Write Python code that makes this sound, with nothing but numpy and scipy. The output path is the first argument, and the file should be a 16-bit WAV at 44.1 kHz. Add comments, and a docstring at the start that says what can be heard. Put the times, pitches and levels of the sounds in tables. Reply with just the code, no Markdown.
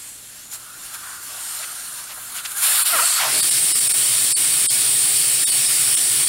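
"""Deflating a truck tire

In a small workshop, air leaks past the fingers that unscrew the valve core and escapes in spurts.
The core comes loose, the flow jumps and the narrow gap squeals once. The hand lifts away
and the jet blows freely, a loud steady hiss over the hum of the hollow tire. Mono."""
import sys
import numpy as np
from scipy import signal
from scipy.fft import rfft, irfft
from scipy.io import wavfile
from scipy.ndimage import uniform_filter1d

SR = 44100
rng = np.random.default_rng(int(sys.argv[2]) if len(sys.argv) > 2 else 0)


def pcm_store(signal):
    """Save signal as 16-bit PCM."""
    levels = np.round(np.clip(np.atleast_2d(signal), -1, 1) * 32767)
    wavfile.write(sys.argv[1], SR, levels.astype(np.int16).T)


N = 276948
TIME = np.arange(N) / SR
STFT = dict(nperseg=2048, noverlap=1536)
BINS_HZ = np.fft.rfftfreq(2048, 1 / SR)
FRAMES_S = np.arange(N // 512 + 3) * 512 / SR

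LOOSE_S, LOOSE_RISE_S, FULL_FLOW_DB = 2.622, 0.019, -17.5  # core comes loose
AWAY_S, AWAY_LENGTH_S = 3.35, 0.3  # hand leaves the wheel dish
# stem and wheel dish resonances, hand on the valve: f/Hz, width/Hz, gain/dB
COVERED_MODES = [(619.4, 23, 23), (742, 27, 25), (2247, 54, 6.5), (2740, 110, 7), (3380, 100, 5),
                 (4100, 79, 7.5), (4374, 155, 7.5), (7035, 350, 11), (7580, 45, 15), (8680, 200, 5.5),
                 (10460, 155, 7), (11060, 350, 2.5), (12500, 2100, 3), (14466, 422, -7)]


def gain_of(db):
    """dB to amplitude."""
    return 10 ** (np.asarray(db) / 20)


def unit_rms(x):
    """Scale to rms 1."""
    return x / np.sqrt(np.mean(x ** 2) + 1e-20)


def curve(points, t):
    """Linear interpolation over time."""
    return np.interp(t, *np.transpose(points))


def spectrum(points, hz=BINS_HZ):
    """Interpolation over log frequency."""
    f, value = np.transpose(points)
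    return np.interp(np.log(hz + 1), np.log(f + 1), value)


def peaks_db(modes):
    """Summed resonance curves, per bin."""
    return sum(db / (1 + (2 * (BINS_HZ - hz) / width_hz) ** 2) for hz, width_hz, db in modes)


def ramp(t, centre_s, length_s):
    """Linear rise from 0 to 1."""
    return np.clip(.5 + (t - centre_s) / length_s, 0, 1)


def swell(centre_s, length_s):
    """Smooth bump of height 1."""
    offset_s = abs(TIME - centre_s)
    return np.exp(-(2 * offset_s / length_s) ** 3) * (offset_s < 2 * length_s)


def eddies(frames, bins):
    """Random patches over time and frequency, rms 1."""
    field = rng.standard_normal((len(FRAMES_S), len(BINS_HZ)))
    return unit_rms(uniform_filter1d(uniform_filter1d(field, frames, 0), bins, 1))


def noise(colour_db):
    """Noise with a steady or moving spectrum, rms 1."""
    real, imag = rng.standard_normal((2, len(FRAMES_S), len(BINS_HZ)))
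    spectra = (real + 1j * imag) * gain_of(colour_db)
    return unit_rms(signal.istft(spectra.T, **STFT)[1][:N])


def workshop(air_db=-55, hum_db=-65, hum_hz=120, sink_db=5):
    """Room noise and faint mains hum; both sink once the hiss is loud."""
    # room noise: f/Hz, level/dB
    room_colour = [(20, -10), (55, -0.5), (90, -5), (160, -4.5), (300, -4), (420, -8), (600, -9),
                   (1500, -19), (8000, -25.5)]
    air = gain_of(air_db) * noise(spectrum(room_colour))
    hum = gain_of(hum_db) * unit_rms(np.sin(2 * np.pi * hum_hz * TIME))
    loud = curve([(2.55, 0.023), (2.8, 1)], TIME)
    return (air + hum) * gain_of(-sink_db * loud)


def flow_db():
    """Outflow: a growing leak, then full once the core is loose."""
    # leak past the core: t/s, level/dB
    leak = [(0, -41), (.76, -40.5), (.84, -38), (1.15, -36), (1.5, -32.5), (1.72, -33), (2.0, -33),
            (2.07, -37), (2.555, -31), (2.57, -24)]
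    leak_db = curve(leak, TIME)
    return leak_db + (FULL_FLOW_DB - leak_db) * ramp(TIME, LOOSE_S, LOOSE_RISE_S)


def slips_db():
    """Fingertips slip on the gap, passing more air or pinching it."""
    # flow changes: t/s, length/s, gain/dB
    slips = [(0.047, 0.21, 4), (0.541, 0.06, 10), (0.85, 0.052, 2.5), (0.948, 0.022, 6.5), (1.193, .05, -3),
             (1.53, 0.27, 3), (2.37, 0.043, 4), (2.425, .03, -3), (2.519, 0.014, 4), (2.65, 0.045, 1.5),
             (2.846, 0.019, -9.5), (2.963, 0.15, -2)]
    return sum(db * swell(s, length_s) for s, length_s, db in slips)


def fingers_db():
    """Moving fingers tune or shade the jet, per frame and bin."""
    # gliding peaks and notches: start/s, end/s, start f/Hz, end f/Hz, width/Hz, gain/dB
    glides = [(-.05, .14, 8200, 7740, 1200, 7), (.1, .4, 7900, 7100, 900, 4),
              (0.145, 0.526, 8600, 8500, 700, -3), (.48, .62, 14000, 14000, 4000, 3),
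              (.39, 0.606, 6400, 7700, 380, 10), (0.843, 1.35, 7200, 7150, 300, 3),
              (1.15, 1.6, 12500, 13500, 3500, 0.5), (1.37, 2.05, 8600, 9200, 300, 6.5),
              (1.7, 2.02, 11000, 11200, 500, 1), (2.05, 2.4, 14600, 14500, 4000, 4.5),
              (2.4, 3.08, 14800, 14500, 4000, 2.5), (2.1, 2.656, 5460, 5640, 1300, -6),
              (2.594, 3, 6000, 6400, 1020, -9.5), (2.49, 2.63, 3500, 3500, 4000, -4.5),
              (2.992, 3.217, 4400, 4550, 500, 6), (3.005, 3.192, 8340, 7840, 1300, 6)]
    field_db = 0
    for start_s, end_s, from_hz, to_hz, width_hz, db in glides:
        along = np.clip((FRAMES_S[:, None] - start_s) / (end_s - start_s), 0, 1)
        fade = np.minimum(1, 2 * np.sin(np.pi * along))
        field_db += fade * peaks_db([(from_hz + along * (to_hz - from_hz), width_hz, db)])
    return field_db


def palm(t, centre_s=3.243, length_s=0.17):
    """How far the passing palm blocks the jet, 0 to 1."""
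    return np.exp(-(2 * (t - centre_s) / length_s) ** 2)


def jet_colour_db(eddy_db=1.2):
    """The jet's spectrum shifts as the core comes out and the hand leaves the wheel dish."""
    # jet squeezed past the core, and free jet: f/Hz, level/dB
    squeezed_colour = [(100, -39), (500, -42), (900, -16.5), (1400, -5), (2100, -13.5), (3000, -10.5),
                       (4400, -11), (6200, -7.5), (7200, -9.5), (9000, -2.5), (11000, -6), (13500, -16.5),
                       (15600, -21.5)]
    free_colour = [(100, -63), (400, -54), (600, -29.5), (900, -27.5), (1200, -22.5), (3000, -16),
                   (4800, -10.5), (6300, -16.5), (8800, -2), (10000, -5), (12000, -15.5), (15600, -20.5)]
    # stem and wheel dish resonances, hand away: f/Hz, width/Hz, gain/dB
    bare_modes = [(736, 130, 8.1), (1130, 120, 3), (1450, 66, 3.3), (1780, 150, 5.1), (2180, 300, 3.1),
                  (2520, 65, 4.5), (2840, 210, 5.4), (3280, 91, 4.7), (3740, 130, 4.4), (4155, 66, 2),
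                  (4470, 120, 5.5), (5438, 140, 4), (5740, 80, 3), (7070, 70, 2.4), (7470, 90, 1.7),
                  (8050, 27, 1.1), (8740, 140, 3.2), (9220, 270, 3.4), (10820, 160, 3.8), (12150, 100, 3),
                  (13000, 160, 2.8), (15000, 1500, 8.4)]
    t = FRAMES_S[:, None]
    loose, away = ramp(t, LOOSE_S, LOOSE_RISE_S), ramp(t, AWAY_S, AWAY_LENGTH_S)
    opening = 0.17 * (1 - loose) + 0.33 * (loose - away) + 0.95 * away  # core tight, loose, out
    squeezed_db = spectrum(squeezed_colour) + peaks_db(COVERED_MODES)
    free_db = spectrum(free_colour) + peaks_db(bare_modes)
    base_db = (1 - opening) * squeezed_db + opening * free_db
    roar_db = (2 * (1 - away) - 0.8 * away + 6 * palm(t)) * spectrum([(5000, 0.94), (7500, 0.18)])
    fizz_db = (5 * (1 - away) - 0.5 * away) * spectrum([(10000, 0), (13500, 1)])
    # rim and wall echoes comb the hiss; the comb changes as the hand moves away
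    covered_comb, bare_comb = unit_rms(rng.random((2, len(BINS_HZ))) - .5)
    comb = np.sqrt(1 - opening) * covered_comb + np.sqrt(opening) * bare_comb
    ripple_db = comb * spectrum([(1500, 2.7), (5000, 2.25)])
    return base_db + fingers_db() + roar_db + fizz_db + ripple_db + eddy_db * eddies(frames=6, bins=24)


def jet(flutter_db=0.22, palm_shade_db=5.5):
    """Turbulent hiss at the valve; the flow sets the level of its bright band, the rest follows."""
    colour_db = jet_colour_db()
    bright = (BINS_HZ > 6500) & (BINS_HZ < 15500)
    colour_db -= 10 * np.log10((gain_of(colour_db[:, bright]) ** 2).sum(1, keepdims=True))
    total_over_bright = np.sqrt((gain_of(colour_db) ** 2).sum(1).mean())
    flutter = unit_rms(uniform_filter1d(rng.standard_normal(N), size=900))
    level_db = flow_db() + slips_db() - palm_shade_db * palm(TIME) + flutter_db * flutter
    return total_over_bright * noise(colour_db) * gain_of(level_db)


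def cupped_hand(cupped_s=0.51, full_db=-31.5, db_per_flow_db=0.58, eddy_db=4.0):
    """The hollow between hand and wheel gives a breathy mid tone that follows the flow."""
    # hollow of the hand: f/Hz, level/dB
    cup_colour = [(200, -54), (450, -28), (620, -11.5), (850, -11.5), (1100, -3.5), (1380, 1.5), (1650, -3),
                  (2000, -17), (3500, -14.5)]
    cupped = ramp(TIME, cupped_s, length_s=0.35) * (1 - ramp(TIME, AWAY_S, AWAY_LENGTH_S))
    level_db = full_db + db_per_flow_db * (flow_db() + slips_db() - FULL_FLOW_DB)
    breath = noise(spectrum(cup_colour) + eddy_db * eddies(frames=4, bins=8))
    return cupped * gain_of(level_db) * breath


def spurts(ring_share=0.44):
    """Short gusts escape as the fingers shift, each ringing the covered wheel dish."""
    # gusts: t/s, length/s, level/dB, centre f/Hz, spread/octaves
    gusts = [(0.963, 0.034, -40, 1380, 0.16), (1.09, .14, -39.5, 1330, 0.3), (1.338, 0.086, -48.5, 696, .4),
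             (1.638, 0.027, -34, 1900, 0.7), (2.112, 0.051, -37.5, 1910, 0.81),
             (2.182, 0.021, -42.5, 850, 0.6), (2.383, 0.05, -34.5, 2630, 0.6),
             (2.458, 0.018, -26, 2760, 0.71), (2.992, 0.014, -18, 1320, 0.13),
             (3.216, 0.066, -24.5, 1900, 0.46), (3.247, 0.099, -25.5, 1020, 0.33),
             (3.36, 0.1, -36, 398, 1.1)]
    out, size = np.zeros(N), 16384
    gust_bins_hz = np.fft.rfftfreq(size, 1 / SR)
    for s, length_s, db, hz, spread_oct in gusts:
        octaves = np.log2((BINS_HZ + 1) / hz)
        band_db = 10 * np.log10(np.exp(-.5 * (octaves / spread_oct) ** 2) + 1e-9)
        colour = gain_of(band_db + ring_share * peaks_db(COVERED_MODES))
        gust = irfft(rfft(rng.standard_normal(size)) * np.interp(gust_bins_hz, BINS_HZ, colour))
        out += gain_of(db) * swell(s, length_s) * np.resize(unit_rms(gust), N)
    return out


def thinned(hiss, threshold_db=-4.5, pip_db=6):
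    """All but the strongest tones of the hiss dip briefly; the lower ones stand out as pips."""
    # dips: t/s, length/s, depth/dB
    dips = [(2.835, 0.018, 12), (3.419, 0.015, 20), (3.503, 0.0097, 13), (3.737, 0.023, 15.5),
            (3.801, 0.008, 14), (3.887, 0.012, 16), (3.931, 0.015, 15), (4.346, 0.031, 37),
            (4.685, 0.028, 45), (5.457, 0.024, 27), (5.511, 0.015, 9), (5.67, 0.028, 5), (5.961, 0.014, 16),
            (6.254, 0.032, 4.5)]
    hz, _, spectra = signal.stft(hiss, SR, **STFT)
    power = uniform_filter1d(abs(spectra) ** 2, size=3, axis=0)
    threshold = gain_of(threshold_db) ** 2 * power[(hz > 8000) & (hz < 10000)].mean(0)
    strong = 1 / (1 + (threshold / (abs(power) + 1e-16)) ** 6)
    pip_gain = gain_of(pip_db * (hz[:, None] < 6000))
    tones = signal.istft(spectra * strong * pip_gain, **STFT)[1][:N]
    dip_db = sum(depth_db * swell(s, length_s) for s, length_s, depth_db in dips)
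    return tones + (hiss - tones) * gain_of(-dip_db)


def squeal(start_db=-20, sag_db_per_s=50, attack_s=0.019, release_s=0.012, jitter=0.03, rasp=0.32):
    """The gap at the loose core flutters unevenly; its overtones sweep through the hand's resonance."""
    # pitch: t/s, f/Hz
    pitch = [(2.92, 738.5), (2.955, 644), (2.97, 560.5), (3.003, 454.5), (3.014, 598.5), (3.055, 746)]
    # resonance of the hand: f/Hz, level/dB
    hand_colour = [(350, -29), (500, -15.5), (690, -6.5), (1000, -5), (1350, 1), (1700, -6), (2100, -10),
                   (2650, -11), (4000, -28)]
    t = TIME[(TIME > pitch[0][0]) & (TIME < pitch[-1][0])]
    hz, age_s = curve(pitch, t), t - t[0]
    wobble, shake = unit_rms(uniform_filter1d(rng.standard_normal((2, len(t))), size=70, axis=1))
    phase = 2 * np.pi * np.cumsum(hz * (1 + jitter * wobble)) / SR
    tone = sum(gain_of(spectrum(hand_colour, k * hz)) * np.sin(k * phase) for k in range(1, 7))
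    rough_tone = unit_rms(tone * (1 + rasp * shake))
    gate = np.minimum(1, np.minimum(age_s / attack_s, (t[-1] - t) / release_s))
    envelope = gate * gain_of(start_db - sag_db_per_s * age_s)
    return np.interp(TIME, t, envelope * rough_tone, left=0, right=0)


def tire_hum(full_db=-44, damping_db=14.5, freed_s=3.22):
    """The outflow stirs the ring of air inside the tire, fully once the hand lets go."""
    # tire cavity: f/Hz, level/dB
    cavity_colour = [(30, -36), (70, -40), (102, -23.5), (117, 12.5), (134, 0.5), (148, -6.5), (205, -10),
                     (315, -5.5), (420, -6.5), (520, -8.5), (800, -28), (2000, -52)]
    held = 1 - ramp(TIME, freed_s, length_s=0.055)
    level_db = full_db + flow_db() - FULL_FLOW_DB - damping_db * held
    return gain_of(level_db) * noise(spectrum(cavity_colour))


def scene():
    """Escaping air and room, alike in both channels."""
    mono = thinned(jet() + cupped_hand() + tire_hum()) + spurts() + squeal() + workshop()
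    return np.array([mono, mono])


def record(dry):
    """Steep low-pass at 15.8 kHz."""
    lowpass = signal.firwin(601, 15800, window=("kaiser", 9), fs=SR)
    return signal.oaconvolve(dry, lowpass[None], "same")


dry = scene()
out = record(dry)
pcm_store(out)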